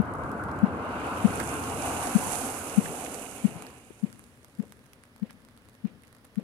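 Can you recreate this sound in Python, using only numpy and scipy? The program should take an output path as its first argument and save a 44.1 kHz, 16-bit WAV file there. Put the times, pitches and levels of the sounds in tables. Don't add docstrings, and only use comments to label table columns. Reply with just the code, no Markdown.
import sys
import numpy as np
from scipy import signal
from scipy.fft import rfft, irfft, next_fast_len
from scipy.io import wavfile
from scipy.ndimage import uniform_filter1d, map_coordinates

SR = 44100
rng = np.random.default_rng(int(sys.argv[2]) if len(sys.argv) > 2 else 0)


def dump(signal):
    limited = np.clip(np.atleast_2d(signal).T, -1, 1)
    pcm = np.round(limited * 32767).astype(np.int16)
    wavfile.write(sys.argv[1], SR, pcm)


N = 283563
TIME = np.arange(N) / SR
FADE_DB_PER_S = 15

# f/Hz, left-right correlation
STEREO_LIKENESS = [(60, 0.89), (130, 0.78), (290, 0.98), (640, 0.86), (1410, 0.22), (2500, -0.67),
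                   (7000, 0.7)]
# t/s at the crest, level/dB
THUMPS = [(.0025, -8), (0.6397, -6), (1.2546, -4.5), (2.1615, -5.5), (2.7855, -5.5), (3.4541, -7),
          (4.0409, -13), (4.601, -16), (5.2312, -17), (5.853, -15.5), (6.383, -15)]


def amp(db):
    return 10 ** (np.asarray(db) / 20)


def unit(x):
    return x / np.sqrt(np.mean(x ** 2) + 1e-20)


def along(points, hz):
    f, v = np.transpose(points)
    return np.interp(np.log(hz + 1), np.log(f + 1), v)


def pan(db):
    g = amp(np.atleast_1d(db))
    return np.array([2 * g / (1 + g), 2 / (1 + g)])


def wobble(rate):
    return map_coordinates(rng.standard_normal(int(N * rate / SR) + 4), [TIME * rate])


def filtered(x, response):
    m = next_fast_len(N + 8192)
    return irfft(rfft(x, m) * response(np.fft.rfftfreq(m, 1 / SR)), m)[..., :N]


def band(x, hz, spread):
    edges = [min(hz / spread, 15000), min(hz * spread, 19000)]
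    return signal.sosfilt(signal.butter(1, edges, "band", fs=SR, output="sos"), x)


def add(track, s, sound):
    i = int(np.clip(round(s * SR), 0, N - 1))
    track[:, i:i + sound.shape[1]] += sound[:, :N - i]


def wash(spectrum, grains=0, grain_db=0, patchy_db=1):
    noise = signal.stft(rng.standard_normal((2, N)), nperseg=512)[2]
    patches = uniform_filter1d(uniform_filter1d(rng.standard_normal(noise.shape[1:]), 5, 0), 12, 1)
    rush = signal.istft(noise * amp(patchy_db * unit(patches)), nperseg=512)[1][:, :N]

    def tone_and_width(hz):
        turn = np.arccos(along(STEREO_LIKENESS, hz)) / 2
        roll_off = 1 / np.maximum(hz / spectrum[-1][0], 1) ** 2
        return amp(along(spectrum, hz)) * roll_off * [np.cos(turn), np.sin(turn)]

    mid, side = filtered(unit(rush) + amp(grain_db) * grains, tone_and_width)
    return np.array([mid + side, mid - side]) / mid.std()


def hush(db=-58):
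    # f/Hz, relative level/dB
    tone = [(20, -20), (45, -4), (110, 4.5), (170, -5.5), (240, 3.5), (340, -8.5), (480, -6), (760, -14),
            (1700, -13.5), (2800, -20), (5000, -26), (7500, -33.5), (10000, -27), (12500, -34.5),
            (15800, -35)]
    # f/Hz, left over right/dB
    balance = [(100, 2.5), (300, 2.5), (1500, 1), (3000, -7), (6000, -14.5), (12000, -10.5)]
    air = amp(db) * wash(tone, patchy_db=.7)
    return filtered(air, lambda hz: pan(along(balance, hz)))


def grit(crack_hz=6750, snap_s=.0006, tail_s=.014, tail_db=-23, gain_db=8.5, crumb_db=-51, stride_s=.6):
    # t/s, relative level/dB
    trodden = [(0.1367, -41.5), (0.3152, -37.5), (0.4369, -38), (0.5135, -40.5), (0.5884, -41),
               (1.1718, -35), (1.3999, -21), (3.6215, -32), (3.6661, -34), (4.1268, -39.5), (4.1926, -39),
               (4.2388, -42), (4.4449, -40), (4.7212, -36.5), (4.9322, -38.5), (5.0358, -42.5),
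               (5.1612, -45.5), (5.3064, -38), (5.4485, -46), (5.5742, -45), (6.034, -45), (6.1479, -46.5),
               (6.2492, -43), (6.356, -43)]
    snap_delay_s = .0013
    stones = [(s + snap_delay_s, db, crack_hz) for s, db in trodden]
    crumbs = [(s + stride_s * rng.random(), crumb_db + 3 * rng.normal(), crack_hz * 1.06 ** rng.normal())
              for s, _ in THUMPS for _ in range(15)]
    out = np.zeros((2, N))
    t = np.arange(SR // 25) / SR
    decay = np.exp(-t / snap_s) + amp(tail_db) * np.exp(-t / tail_s)
    for s, db, hz in stones + crumbs:
        crack = band(rng.standard_normal((2, len(t))) * decay, hz, spread=3.1)
        add(out, s, amp(db + gain_db) * crack / np.linalg.norm(crack, axis=1, keepdims=True))
    # f/Hz, gain/dB
    colour = [(800, 17), (1700, 15), (3000, 6.5), (6000, 5), (10000, 10), (12500, 5), (15500, -10)]
    shade = [(1000, 6.5), (3000, -5), (7000, -21)]
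    return filtered(out, lambda hz: amp([along(colour, hz) + along(shade, hz), along(colour, hz)]))


def scuffs(spread=1.435, delay_scatter=.12, scatter_db=2.5):
    # delay/s, level over the thump/dB, f/Hz, length/s, left over right/dB
    foot_roll = [(.016, -35, 430, .018, 4), (.024, -48, 2200, 0.029, -4), (.105, -40.5, 140, .016, 14)]
    # t/s, level/dB, f/Hz, length/s, left over right/dB
    strays = [(0.49, -40.5, 880, 0.02, -1), (1.072, -31, 576, .012, 3), (1.404, -35.5, 1300, 0.023, -15.5),
              (2.857, -35, 1820, 0.0063, -8), (3.062, -40.5, 1990, .0038, -15),
              (3.907, -40, 239, 0.0079, 31), (4.637, -45, 520, .0066, -1.5), (5.3, -53.5, 1960, 0.014, -3),
              (5.948, -50, 128, 0.0183, 12), (6.038, -59.5, 2060, 0.01, -11)]
    rolls = [(s + delay * np.exp(delay_scatter * rng.normal()),
              db + over_db + scatter_db * rng.normal(), *shape)
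             for s, db in THUMPS for delay, over_db, *shape in foot_roll]
    out = np.zeros((2, N))
    t = np.arange(SR // 5) / SR
    for s, db, hz, length, side_db in rolls + strays:
        noise = rng.standard_normal((3, len(t))) * amp(1.14 * rng.standard_normal(len(t)))
        shared = np.clip(along(STEREO_LIKENESS, hz), 0, 1)
        stereo = np.sqrt(shared) * noise[2] + np.sqrt(1 - shared) * noise[:2]
        rub = unit(band(band(stereo, hz, spread), hz, spread))
        age = 2 * t / length
        add(out, s - length / 2, amp(db) * age * np.exp(1 - age) * rub * pan(side_db))
    return out


def thumps(thump_hz=205.6, swell_s=.0059, knock_hz=450, knock_db=-31,
           boom_hz=188, boom_db=-35, boom_t60=.69, tick_hz=1200, tick_db=-42):
    out = np.zeros((2, N))
    age = np.arange(SR // 3) / SR
    tick = band(band(signal.unit_impulse(len(age)), tick_hz, 2.2), tick_hz, 2.2)
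    tick *= amp(tick_db) / np.abs(tick).max()
    for s, db in THUMPS:
        t = TIME - s
        body = np.sin(2 * np.pi * thump_hz * t) + amp(knock_db) * np.sin(2 * np.pi * knock_hz * t)
        out[0] += amp(db) * np.exp(-(t / swell_s) ** 2 / 2) * body
        boom = unit(band(band(rng.standard_normal(len(age)), boom_hz, 1.42), boom_hz, 1.42))
        boom *= amp(db + boom_db - 60 * age / boom_t60)
        add(out, s, (boom + tick) * pan(22))
    return out


def bubbles(rate, lo_hz, hi_hz, cycles, scatter_db, rise=.16):
    t = np.arange(int(min(2 * cycles / lo_hz, .03) * SR) + 8) / SR
    sides = []
    for _ in range(2):
        pitch, rarity, onset = np.hsplit(rng.random((int(rate * N / SR), 3)), 3)
        hz = lo_hz * (hi_hz / lo_hz) ** pitch
        age = t * hz / cycles
        size = amp(-scatter_db * np.log(np.maximum(rarity, .004)))
        glide = 1 + rise * np.minimum(age, 1) / 2
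        rings = size * np.exp(-np.pi * age) * np.sin(2 * np.pi * hz * t * glide)
        at = (onset * N).astype(int) + np.arange(len(t))
        sides.append(unit(np.bincount(at.ravel(), rings.ravel(), N)[:N]))
    return np.array(sides)


def passing(rise, reached_s, db, sag, passed_s, fall):
    return (db - rise * np.maximum(reached_s - TIME, 0)
            - sag * (np.clip(TIME, reached_s, passed_s) - reached_s)
            - fall * np.maximum(TIME - passed_s, 0))


def wall(start_s=3.652, takes_s=.19, depth_db=7.5):
    behind_s = np.maximum(TIME - start_s, 0)
    return -depth_db * np.minimum(behind_s / takes_s, 1) - FADE_DB_PER_S * behind_s


def spray(surge_db):
    # f/Hz, relative level/dB
    tone = [(2500, -7.5), (3800, -12.5), (5400, -9), (6300, -1), (8000, 1.5), (10000, 3.5), (12000, -4),
            (13500, -15), (15800, -29)]
    # t/s, level/dB
    ride = [(0.06, -73), (0.35, -69), (0.779, -70), (1.0, -59), (1.35, -46), (1.7, -45.0), (2.33, -37),
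            (2.75, -45.0), (3.25, -46), (3.5, -52), (3.72, -61.5), (4.1, -67.5)]
    s, db = np.transpose(ride)
    level_db = np.interp(TIME, s, db) - FADE_DB_PER_S * np.maximum(TIME - s[-1], 0)
    spurts_db = .8 * wobble(90) + .63 * wobble(16)
    drops = bubbles(900, 4000, 13000, cycles=1.6, scatter_db=4)
    return amp(level_db + surge_db + spurts_db) * wash(tone, drops, grain_db=-6) * pan(-23)


def mouth(nearest_s=2.1, width_s=.19, db=-34):
    level_db = db - 12.8 * np.log10(1 + ((TIME - nearest_s) / width_s) ** 2) + wall()
    # f/Hz, relative level/dB
    tone = [(450, -26), (620, -16), (715, -0.5), (830, -7), (960, -9.5), (1400, -22), (2000, -26)]
    return amp(level_db + .52 * wobble(11)) * wash(tone, patchy_db=3.5) * pan(1.25)


def drain(bend=.26, left_lag_s=.000085):
    # f/Hz, relative level/dB
    rumble_tone = [(20, -58), (45, -12), (80, 4.5), (130, 2), (200, -3), (400, -49)]
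    hollow_tone = [(110, -38), (190, -6.5), (255, 2.5), (345, -6.5), (445, -0.5), (570, -6), (750, -4),
                   (1100, -15.5), (1800, -67)]
    gurgle_tone = [(60, -29), (150, -1.5), (290, 7), (400, -6.5), (580, -1.5), (850, 0), (1100, 3),
                   (1500, 3), (1800, -13.5), (2200, -13), (4000, -78)]
    splash_tone = [(900, -3.5), (1500, -1.5), (1900, -4), (2400, 5.5), (2800, 6.5), (3300, -5), (4500, -8),
                   (7000, -16)]
    pass_by = {"rumble": (1, 1.6, -42, 5, 2.5, 76), "hollow": (11.5, 0.72, -38, 1.4, 3, 11),
               "gurgle": (2, 1.0, -35.5, 3.5, 2.5, 12.5), "splash": (32, 1.02, -51, -2, 2, 5)}
    wall_db = wall()
    rumble_db, hollow_db, gurgle_db, splash_db = [
        passing(*pass_by[voice]) + wall_db for voice in ("rumble", "hollow", "gurgle", "splash")]
    rumble_db = np.maximum(rumble_db, hollow_db - 12) - bend * wall_db
    splash_db = np.maximum(splash_db, gurgle_db - 30)
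    big = bubbles(350, 331, 1640, cycles=15, scatter_db=1)
    small = bubbles(900, 1424, 4540, cycles=12.6, scatter_db=3)
    surge_db = .5 * wobble(28) + .5 * wobble(7.04)
    rumble = amp(rumble_db + 1.6 * wobble(13)) * wash(rumble_tone)
    hollow = amp(hollow_db + surge_db + .4 * wobble(3.9)) * wash(hollow_tone, patchy_db=1.5)
    gurgle = amp(gurgle_db + surge_db) * wash(gurgle_tone, big, grain_db=-13.5, patchy_db=2)
    splash = amp(splash_db + surge_db) * wash(splash_tone, small, grain_db=-10.5, patchy_db=2)
    water = rumble * pan(.95) + hollow * pan(-.25) + gurgle * pan(.85) + splash * pan(-8.5)
    left, right = water + mouth() + spray(surge_db)
    return np.array([filtered(left, lambda hz: np.exp(-2j * np.pi * hz * left_lag_s)), right])


def scene():
    return drain() + thumps() + scuffs() + grit() + hush()


def record(dry, top_hz=15850):
    return filtered(dry, lambda hz: hz < top_hz)


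dry = scene()
out = record(dry)
dump(out)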